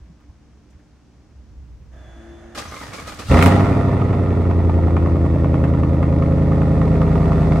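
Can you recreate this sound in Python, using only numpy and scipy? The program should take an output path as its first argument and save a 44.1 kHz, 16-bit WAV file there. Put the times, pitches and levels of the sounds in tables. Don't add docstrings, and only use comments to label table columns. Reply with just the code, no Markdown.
import sys
import numpy as np
from scipy import signal
from scipy.fft import rfft, irfft, next_fast_len
from scipy.io import wavfile
from scipy.ndimage import uniform_filter1d, map_coordinates

SR = 44100
rng = np.random.default_rng(int(sys.argv[2]) if len(sys.argv) > 2 else 0)


def wrap_up_sound(samples):
    columns = np.atleast_2d(samples).T
    tamed = np.clip(columns, -1, 1)
    steps = np.round(tamed * 32767).astype(np.int16)
    wavfile.write(sys.argv[1], SR, steps)


N = 335160
T = np.arange(N) / SR

# (time [s], firings [per s])
ENGINE_SPEED = [(3.28, 80.65), (3.55, 96.6), (3.8, 98.6), (3.95, 94.4), (4.3, 89), (4.75, 85.35),
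                (5.6, 81.8), (5.95, 82.7), (6.4, 80.9), (6.7, 80.9), (7.3, 78.8), (7.6, 80.2)]
# (push [dB], lateness [gaps between firings], rasp [dB])
CYLINDERS = [(-9.5, .51, 2), (-6, .38, 2), (-5.7, .51, -1), (-12, .5, 2), (-2.8, .5, -1), (-5.4, .45, 2),
             (-6.2, .45, -3), (-2.2, .52, -2)]
# (start [s], fade-in [s], idle level [dB], flare boost [dB], flare decay [s], close-up boost [dB])
BARK = (3.3, .02, -24.3, 8.5, .55, 3)
PUMP_START_S, CRANK_START_S, CATCH_S = 1.91, 2.545, ENGINE_SPEED[0][0]


def amp(db):
    return 10 ** (np.asarray(db) / 20)


def unit(x):
    return x / np.sqrt(np.mean(x ** 2) + 1e-20)


def along(points, hz):
    pitches, values = np.transpose(points)
    return np.interp(np.log(hz + 1), np.log(pitches + 1), values)


def curve(rows):
    return np.interp(T, *np.transpose(rows))


def ramp(start, length):
    return np.clip((T - start) / length, 0, 1)


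def hump(x, centre, width):
    return np.exp(-.5 * ((x - centre) / width) ** 2)


def swell(age, rise):
    return age / rise * np.exp(1 - age / rise)


def wobble(rate):
    return map_coordinates(rng.standard_normal(4096), [T * rate], mode="wrap")


def filtered(x, response):
    size = next_fast_len(N + SR // 4)
    return irfft(rfft(x, size) * response(np.fft.rfftfreq(size, 1 / SR)), size)[..., :N]


def ring(x, colour, peaks=(), size=16384):
    hz = np.fft.rfftfreq(size, 1 / SR)
    db = along(colour, hz) + sum(lift * hump(hz, pitch, width) for pitch, width, lift in peaks)
    cepstrum = irfft(np.log(amp(db)))
    cepstrum[1:size // 2] *= 2
    cepstrum[size // 2 + 1:] = 0
    ringing = irfft(np.exp(rfft(cepstrum)))
    ringing /= np.linalg.norm(ringing)
    return signal.oaconvolve(x, ringing.reshape((1,) * (x.ndim - 1) + (-1,)), axes=-1)[..., :N]


def noise():
    # (pitch [Hz], likeness [0 to 1])
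    likeness = [(60, 0.96), (125, 0.96), (250, 0.82), (500, 0.73), (1000, .85), (2000, 0.76), (4000, 0.12),
                (8000, 0.42), (12000, 0.23)]
    angle = lambda hz: np.arccos(np.clip(along(likeness, hz), -1, 1)) / 2
    shares = lambda hz: np.array([np.cos(angle(hz)), np.sin(angle(hz))])
    mid, side = filtered(rng.standard_normal((2, N)), shares)
    return np.array([mid + side, mid - side])


def impulses(times, sizes):
    return np.bincount(np.clip(np.round(np.asarray(times) * SR).astype(int), 0, N - 1), sizes, N)


def bursts(times, sizes, decay):
    return signal.lfilter([1], [1, -np.exp(-1 / (decay * SR))], impulses(times, sizes))


def puffs(times, sizes, decay):
    return 2 * (bursts(times, sizes, decay) - bursts(times, sizes, decay / 4))


def outdoors():
    # (time [s], relative level [dB])
    rumble_levels = [(0, -49), (.2, -55), (.7, -54), (1.1, -58), (1.5, -46), (1.76, -41), (2.4, -48),
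                     (3.25, -44)]
    # (pitch [Hz], level [dB])
    rumble_colour = [(20, -28), (40, -8), (56, -6), (64, 6.5), (80, -10.5), (120, -12), (200, -24),
                     (400, -70.5)]
    # (pitch [Hz], level [dB])
    air_colour = [(65, -27.5), (110, -5), (132, -7.5), (155, -7), (238, -5), (263, -14.5), (297, -2.5),
                  (322, -12), (669, -21.5), (836, -22.5), (3900, -35), (5970, -33.5), (14000, -59)]
    rumble = amp(curve(rumble_levels) + 3.5) * ring(noise(), rumble_colour)
    return rumble + amp(-54) * ring(noise(), air_colour)


def bumps():
    # (start [s], level [dB], pitch [Hz], rise [s])
    thumps = [(.008, -36, 62, .014), (.096, -39, 150, .008), (.288, -35, 70, .009), (.748, -37, 75, .01)]
    out = 0
    for start, db, hz, rise in thumps:
        age = np.maximum(T - start, 0)
        out += amp(db) * swell(age, rise) * np.sin(2 * np.pi * hz * age + .6 * wobble(90))
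    return out


def scuffs():
    # (time [s], relative level [dB], pitch [Hz])
    touches = [(.055, -55, 2000), (.2, -49, 1300), (.232, -54, 1900), (.292, -52, 1000), (.7, -56, 6500),
               (.726, -52, 1900), (.79, -53, 1700)]
    out = 0
    for start, db, hz in touches:
        rub = puffs([start], amp([db - 10]), decay=.012) * noise()
        out += ring(rub, [(hz / 2, -14), (hz, 0), (hz * 1.6, -14), (hz * 4, -34)])
    return out


def fuel_pump(spin_up_s=.012, creep_per_s=.06):
    # (pitch [Hz], relative level [dB])
    notes = [(226.1, -52), (339.1, -47.5), (565, -65), (624.5, -62), (667.5, -61), (732.1, -64),
             (1642, -68), (1755, -67), (2030, -72), (6185, -83)]
    # (pitch [Hz], level [dB])
    flow_colour = [(150, -45), (250, -21), (280, -11), (335, -13), (420, -18.5), (661, -15.5), (959, -23.5),
                   (1750, -21), (2410, -32.5), (3390, -32), (4260, -40), (6380, -39), (12000, -53),
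                   (15600, -71), (22000, -120)]
    # (pitch [Hz], width [Hz], boost [dB])
    tank_peaks = [(700, 70, 3), (6500, 300, 5)]
    speed = 1 - .2 * np.exp(-np.maximum(T - PUMP_START_S, 0) / spin_up_s)
    speed += creep_per_s * (np.clip(T, 2.12, 2.6) - 2.3) + .001 * wobble(16)
    clock = np.cumsum(speed) / SR
    hum = 0
    for hz, db in notes:
        fade_in = ramp(2.07, .14) if hz < 500 else ramp(PUMP_START_S, .06)
        hum += amp(db + 4 + 1.2 * wobble(12)) * fade_in * np.sin(2 * np.pi * hz * clock)
    flow = amp(-54.3 + 4 * ramp(PUMP_START_S, .3)) * ring(noise(), flow_colour, tank_peaks)
    return (hum + flow * ramp(PUMP_START_S, .024)) * (1 - ramp(2.54, .091))


def pump_whine():
    # (time [s], pitch [Hz])
    pitch_path = [(1.96, 3400), (1.985, 3510), (2.05, 3425), (2.13, 3432), (2.41, 3494), (2.45, 3528)]
    phase = 2 * np.pi * np.cumsum(curve(pitch_path) * (1 + .001 * wobble(40))) / SR
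    db = -63 - 5 * ramp(2.4, .03) + wobble(14)
    return amp(db) * np.sin(phase) * ramp(pitch_path[0][0], .01) * (1 - ramp(CRANK_START_S, .05))


def starter(dip_db=4.5):
    squeezes = [2.69, 2.905, 3.05, 3.168, 3.25]
    # (time [s], pitch [Hz])
    tooth_pitch = [(2.545, 300), (2.6, 650), (2.66, 930), (2.71, 1060), (2.765, 1100), (2.81, 1030),
                   (2.87, 900), (2.91, 900), (2.945, 1250), (2.98, 1170), (3.04, 1050), (3.09, 1260),
                   (3.16, 1150), (3.21, 1350)]
    # (pitch [Hz], level [dB])
    case_colour = [(110, -22), (180, -2), (297, 1), (351, -7.5), (457, -2.5), (703, -5.5), (831, -6.5),
                   (904, -13), (1240, -1), (1370, -6), (5000, -23.5), (6500, -38), (11000, -120)]
    # (pitch [Hz], width [Hz], boost [dB])
    case_peaks = [(1260, 40, 1), (850, 23, 3.2), (2080, 100, 2), (2430, 60, 2)]
    # (pitch [Hz], level [dB])
    hiss_colour = [(1760, -19), (3000, 0.5), (5500, 1), (8000, -4), (12000, -11), (16000, -23.5)]
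    # (time [s], relative level [dB])
    clacks = [(2.547, -23), (2.574, -17), (2.931, -23), (3.069, -23), (3.187, -22)]
    # (pitch [Hz], relative level [dB], decay [s])
    nose_notes = [(620, -21, .02), (1245, -20, .018), (2450, -27, .018)]
    load = sum(hump(T, moment, width=.02) for moment in squeezes)
    phase = 2 * np.pi * np.cumsum(curve(tooth_pitch) * (1 + .04 * wobble(220))) / SR
    whine = amp(-43 + 4 * wobble(70)) * (np.sin(phase) + np.sin(2 * phase)) * ramp(2.58, .2)
    whine *= amp(-2 * dip_db * load) * (1 - .5 * ramp(2.98, .1))
    rattle = unit(amp(3 * wobble(220)) * (1 + .13 * np.sin(phase)) * noise())
    gears = amp(-38) * ring(rattle, case_colour, case_peaks) + whine
    hiss = amp(-45) * ring(amp(1.4 * wobble(200)) * noise(), hiss_colour)
    chuff = amp(-46 + 7 * load) * ring(noise(), [(45, -25), (80, 0), (110, -3), (200, -25), (600, -60)])
    running = ramp(CRANK_START_S, .038) * (1 - ramp(CATCH_S, .2))
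    cranking = ((gears + hiss) * amp(-dip_db * load) + chuff) * running
    times, db = np.transpose(clacks)
    hits = puffs(times, amp(db - 12), decay=.02) * noise()
    knocks = ring(hits, case_colour, case_peaks) + .5 * ring(hits, hiss_colour)
    clang = sum(puffs(times, amp(db + level), decay) * np.sin(2 * np.pi * hz * T + 1.1 * wobble(130))
                for hz, level, decay in nose_notes)
    return cranking + knocks + clang


def chink(start_s=2.675):
    # (pitch [Hz], level [dB])
    notes = [(4950, -51), (5280, -50), (6100, -45)]
    strike = puffs([start_s], [1], decay=.02)
    return strike * sum(amp(db) * np.sin(2 * np.pi * hz * T + wobble(150)) for hz, db in notes)


def firing_count():
    return np.cumsum(curve(ENGINE_SPEED) * (T >= CATCH_S)) / SR


def once_a_cycle(place):
    count = firing_count()
    return np.interp(np.arange(place, count[-1], len(CYLINDERS)), count, T)


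def flare(t, decay, hold_until_s=3.47):
    return np.exp(-np.maximum(t - hold_until_s, 0) / decay)


def firings():
    count = firing_count()
    index = np.arange(int(count[-1]))
    push_db, late, rasp_db = np.array(CYLINDERS)[index % len(CYLINDERS)].T
    time_luck, push_luck, rasp_luck = rng.standard_normal((512, 3))[index].T
    uneven_db = .7 + 2.3 * flare(np.interp(index, count, T), decay=.45)
    times = np.interp(index + late + .012 * uneven_db * time_luck, count, T)
    return times, amp(push_db + uneven_db * push_luck), amp(rasp_db + 1.8 * rasp_luck)


def voiced(x, voice):
    start, fade_in, idle_db, flare_db, decay, near_db = voice
    smooth = lambda v: np.abs(uniform_filter1d(uniform_filter1d(v, SR // 10), SR // 10))
    power = smooth(np.atleast_2d(x ** 2).mean(0))
    even = x * np.sqrt(smooth(1. * (T > CATCH_S)) / (power + 1e-12))
    nearness = ramp(6, 1.6)
    return even * ramp(start, fade_in) * amp(idle_db + flare_db * flare(T, decay) + near_db * nearness)


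def pipe_bounce(hz, pipe_hz=136.2, kept=.3):
    return np.sqrt(1 - kept ** 2) / (1 - kept * np.exp(-2j * np.pi * hz / pipe_hz))


def pipe_linger(hz):
    # (pitch [Hz], width [Hz])
    storing = [(162, 10)]
    return np.prod([(f * f - hz * hz - 1j * hz * width) / (f * f - hz * hz + 1j * hz * width)
                    for f, width in storing], axis=0)


def between_cars(x, longest_s=.011, spots=5):
    place = ramp(CATCH_S, T[-1] - CATCH_S) * (spots - 1)
    pitches = np.arange(240, 2000, 110)
    out = 0
    for spot in range(spots):
        detours = longest_s * rng.random(len(pitches))
        path = lambda hz: np.exp(-2j * np.pi * np.cumsum(np.interp(hz, pitches, detours, left=0)) * hz[1])
        out += np.cos(np.pi / 2 * np.clip(place - spot, -1, 1)) * filtered(x, path)
    return out


def exhaust(wall_echo_s=.021):
    # (pitch [Hz], level [dB])
    fast_colour = [(20, -58), (38, -21), (52, -20), (85, 16.5), (130, 7), (175, 7), (230, 1), (290, -4),
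                   (420, -8), (560, -11), (800, -27), (1400, -32), (4000, -92)]
    # (pitch [Hz], level [dB])
    settled_colour = [(20, -73), (38, -81), (52, 35.5), (85, 5.5), (130, 6), (165, 10.5), (230, 1),
                      (290, 1), (420, -6.5), (560, -5.5), (800, -14), (1400, -18), (4000, -75.5)]
    # (pitch [Hz], width [Hz], boost [dB])
    peaks = [(367.4, 18, -4), (403, 13, 2.5), (505, 16, 2.5), (690, 18, 3), (1206, 60, 2.5), (1370, 71, 3),
             (1600, 115, -7.5), (1860, 80, 6.5), (2130, 110, 4.5), (2650, 100, 2.5), (3100, 200, -2.5),
             (3570, 130, 6)]
    # (pitch [Hz], level [dB])
    rasp_colour = [(100, -38), (300, 6), (600, 12.5), (900, 10), (1300, 5.5), (2000, -3.2), (2600, -9.2),
                   (3400, -17), (5000, -35), (9000, -39), (16000, -57)]
    # (pitch [Hz], level [dB])
    hiss_colour = [(1500, -20), (3500, 11), (5000, 7), (7000, 1), (9000, 0.5), (12000, -11.5), (16000, -9)]
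    # (start [s], fade-in [s], idle level [dB], flare boost [dB], flare decay [s], close-up boost [dB])
    boom_voice = (3.28, .02, -14.8, 3, .25, .5)
    rasp_voice = (3.293, .022, -36.5, 18, .45, 5.3)
    hiss_voice = (3.21, .12, -57.3, 21.3, .28, 6.5)
    times, push, rush = firings()
    swirl = .004 * bursts(times, push, decay=.005) * rng.standard_normal(N)
    pulses = impulses(times, push) + swirl
    settled = .15 + .75 * ramp(4.3, 2.1)
    tone = (1 - settled) * ring(pulses, fast_colour, peaks)
    tone += settled * ring(pulses, settled_colour, peaks)
    tone = filtered(tone, lambda hz: pipe_bounce(hz) / (1 + (hz / 900) ** 6))
    boom = filtered(tone, lambda hz: 1 / (1 + (hz / 200) ** 8))
    bark = filtered(tone - boom, lambda hz: 1 + .3 * np.exp(-2j * np.pi * hz * wall_echo_s))
    boom = voiced(filtered(boom, pipe_linger), boom_voice)
    bark = voiced(between_cars(bark), BARK)
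    throb = pipe_drone(boom + bark + chugs())
    gas_times = times - .002
    gas = filtered((puffs(gas_times, rush, decay=.003) + .4) * noise(), pipe_bounce)
    rasp = ring(gas, rasp_colour, peaks)
    hiss = (puffs(gas_times, rush, decay=.006) + 2.2) * ring(noise(), hiss_colour)
    return throb + voiced(rasp, rasp_voice) + voiced(hiss, hiss_voice)


def first_blast(start_s=3.287, hz=58, level_db=-13):
    age = np.maximum(T - start_s, 0)
    return -amp(level_db) * swell(age, rise=.035) * np.sin(2 * np.pi * hz * age)


def pops(churn_s=.012):
    # (time [s], relative level [dB], decay [s])
    loud_pops = [(3.3138, -13, .003), (3.3417, -10, .0022), (3.3702, -12, .004), (3.3894, -10, .003),
                 (3.4111, -11, .003), (3.4245, -3, .003), (3.4585, -7, .004), (3.5194, -14, .003),
                 (3.6017, -17, .0022), (3.929, -21, .002), (4.015, -18, .003), (4.0934, -22, .002),
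                 (4.1274, -19, .005), (4.271, -24, .002), (4.304, -21, .003), (4.452, -25, .002),
                 (4.509, -22, .004), (4.589, -24, .002), (4.696, -22, .003), (4.87, -22, .002),
                 (4.9656, -16, .003), (5.5415, -21, .0025), (5.638, -19, .006), (5.833, -23, .0025),
                 (6.0275, -17, .0025), (6.222, -20, .002), (6.616, -25, .002), (6.814, -23, .002),
                 (6.954, -22, .003), (7.016, -14, .002), (7.066, -23, .002), (7.154, -22, .003),
                 (7.205, -22, .002), (7.256, -21, .003), (7.3183, -20, .003), (7.47, -22, .002),
                 (7.5198, -18, .003), (7.558, -22, .003)]
    # (pitch [Hz], level [dB])
    bright_colour = [(150, -15), (500, -3), (1200, -1), (1600, 0), (2000, 7), (2700, -2), (3500, -9),
                     (5000, -19), (9000, -27), (16000, -38)]
    # (pitch [Hz], level [dB])
    hollow_colour = [(150, -20), (500, -4.5), (850, -.5), (1250, 3), (1600, -13), (2150, -10),
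                     (2700, -17.5), (3300, -25), (5000, -37), (9000, -45), (16000, -55)]
    crack = spits() + sum(puffs([start], amp([db]), decay) for start, db, decay in loud_pops)
    churn = signal.lfilter([1 / (churn_s * SR)], [1, -np.exp(-1 / (churn_s * SR))], crack)
    gas = (amp(-7) * crack + amp(-10) * churn) * noise()
    idling = ramp(3.52, .3)
    return idling * ring(gas, hollow_colour) + amp(-2) * (1 - idling) * ring(gas, bright_colour)


def starter_release():
    # (time [s], level [dB])
    scrapes = [(3.424, -29), (3.459, -32)]
    times, db = np.transpose(scrapes)
    grit = ring(noise(), [(2000, -20), (5000, -2), (8000, 0), (12000, -2), (16000, -10)])
    return bursts(times, amp(db), decay=.02) * grit


def pipe_drone(x, step=16):
    # (multiple of the cycle rate, pipe pitch [Hz], width [Hz], base level [dB], boost [dB])
    overtones = [(5, 49.5, 1.2, -32.4, 8.4), (6, 73.0, 2.8, -40.8, 15.7), (7, 72.9, 1.7, -35.7, 9.3),
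                 (8, 85.7, 2.2, -20.2, 5.5), (9, 103.7, 1.8, -32.8, 7.1), (10, 98.5, 1.1, -33.7, 6.3),
                 (11, 131.2, 7.2, -31.5, 9.7), (13, 132.7, 3.0, -31.9, 11.4), (14, 138.6, 1.8, -35.9, 9.3),
                 (16, 159.6, 3.5, -28.0, 9.5), (17, 168, 1.7, -40, 9), (18, 177, 2.7, -36, 10),
                 (21, 210.8, 3.8, -35.2, 7.0), (24, 244.5, 3.0, -35.8, 4.8), (26, 263, 13, -44, 13),
                 (27, 284.5, 11.7, -41.4, 9.5), (30, 304, 4.5, -42, 10), (31, 338, 3.1, -40, 6),
                 (32, 336.3, 7.8, -42.8, 14.6), (37, 410, 12, -53, 17), (39, 420, 13, -48, 9),
                 (40, 392, 21, -45.8, 15), (41, 405, 4.1, -42, 8), (42, 413, 4.2, -46, 10),
                 (43, 432, 4.3, -43, 9), (46, 471, 4.6, -48, 9), (48, 503, 16, -52, 13),
                 (51, 510, 7.6, -45, 8), (53, 539.4, 6.7, -48, 15), (55, 577, 5.5, -49, 10),
                 (56, 574, 18, -54, 12), (65, 651, 10, -56, 12), (67, 668, 8, -55, 15),
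                 (69, 682, 8, -57, 15), (70, 689, 6, -57, 18), (80, 814, 8, -55, 9)]
    cycle_phase = 2 * np.pi * firing_count()[::step] / len(CYLINDERS)
    cycle_hz = curve(ENGINE_SPEED)[::step] / len(CYLINDERS)
    window = SR // 10 // step
    smooth = lambda v: uniform_filter1d(uniform_filter1d(v, window), window)
    flare_db, flare_decay = BARK[3:5]
    change = 0
    for multiple, hz, width, db, boost_db in overtones:
        turn = np.exp(1j * multiple * cycle_phase)
        overtone = 2 * smooth(x[::step] / turn) * turn
        wanted = np.sqrt(2) * amp(db + boost_db * hump(multiple * cycle_hz, hz, width))
        if hz > 200:
            wanted *= amp(.8 * flare_db * flare(T[::step], flare_decay))
        change += overtone.real * (wanted / (np.abs(overtone) + 1e-4) - 1)
    return x + signal.resample_poly(change, step, 1)[:N] * ramp(3.5, .2)


def chugs(scatter_db=1.8, detune=.016):
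    # (place in the cycle [firings], strongest at [s], span [s], pitch [Hz], level [dB])
    pipe_notes = [(5, 4.15, .2, 1320, -29), (1, 4.3, .25, 520, -22), (1.1, 4.78, .2, 710, -20),
                  (1.2, 4.7, .25, 900, -27), (7.3, 4.8, .5, 420, -24), (.5, 5.3, .7, 300, -19),
                  (1.2, 5.4, .3, 620, -25.5), (3.5, 5.9, .5, 300, -18), (5.3, 6, .45, 550, -25),
                  (6.4, 5.95, .5, 560, -23), (1.3, 6.5, .6, 540, -24), (3.3, 7.1, .5, 410, -17.5),
                  (4.35, 7.15, .4, 710, -27)]
    age = np.arange(SR // 25) / SR
    out = np.zeros(N)
    for place, strongest, span, hz, db in pipe_notes:
        times = once_a_cycle(place)[:, None]
        luck = rng.standard_normal((64, 2))[:len(times)]
        sizes = amp(db + scatter_db * luck[:, :1]) * hump(times, strongest, span)
        pitches = hz * (1 + detune * luck[:, 1:])
        notes = sizes * swell(age, rise=.004) * np.sin(2 * np.pi * pitches * age)
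        moments = times + age
        out += impulses(moments.ravel(), (notes * (moments < T[-1])).ravel())
    return out * (1 + .14 * wobble(900))


def spits(scatter_db=1.5):
    # (place in the cycle [firings], start [s], relative level [dB])
    spitters = [(.33, 4.9, -23.5), (1.4, 4.2, -30), (5.25, 4.6, -30), (3.3, 5.5, -33)]
    out = 0
    for place, start, db in spitters:
        times = once_a_cycle(place)
        sizes = amp(db + scatter_db * rng.standard_normal(len(times)))
        out += puffs(times, sizes * (times > start), decay=.0025)
    return out


def yard_echo(x):
    # (pitch [Hz], time to fade by 60 dB [s])
    fade_times = [(100, 0.31), (500, 0.36), (2000, 0.66), (10000, 0.033)]
    colour = [(80, -29), (200, -21), (400, -15), (700, -12), (2000, -13), (8000, -14)]
    pitches, t, spectrum = signal.stft(rng.standard_normal((2, SR // 3)), SR, nperseg=256)
    fade = amp(-60 * t / along(fade_times, pitches)[:, None])
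    tail = signal.istft(spectrum * fade, SR, nperseg=256)[1]
    echo = signal.oaconvolve(x, tail / np.linalg.norm(tail[0]), axes=1)[:, :N]
    return filtered(echo, lambda hz: amp(along(colour, hz)))


def scene():
    engine = exhaust() + pops() + first_blast()
    truck = engine + fuel_pump() + pump_whine() + starter() + chink() + starter_release()
    return truck + yard_echo(truck) + outdoors() + bumps() + scuffs()


def record(dry, ceiling=.98, top_hz=15800):
    # (pitch [Hz], left minus right [dB])
    balance = [(60, -.6), (250, -.7), (700, -3), (1400, -1.7), (2800, .5), (5500, 3.5), (10000, 0)]
    # (pitch [Hz], lag [radians])
    lag = [(30, .1), (85, .17), (200, .17), (600, 0)]
    gains = lambda hz: amp(np.outer([.5, -.5], along(balance, hz)))
    delays = lambda hz: np.exp(1j * np.outer([-.5, .5], along(lag, hz)))
    pair = filtered(dry, lambda hz: gains(hz) * delays(hz))
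    rounded = pair / (1 + np.abs(pair / ceiling) ** 8) ** (1 / 8)
    return filtered(rounded, lambda hz: hz < top_hz)


dry = scene()
out = record(dry)
wrap_up_sound(out)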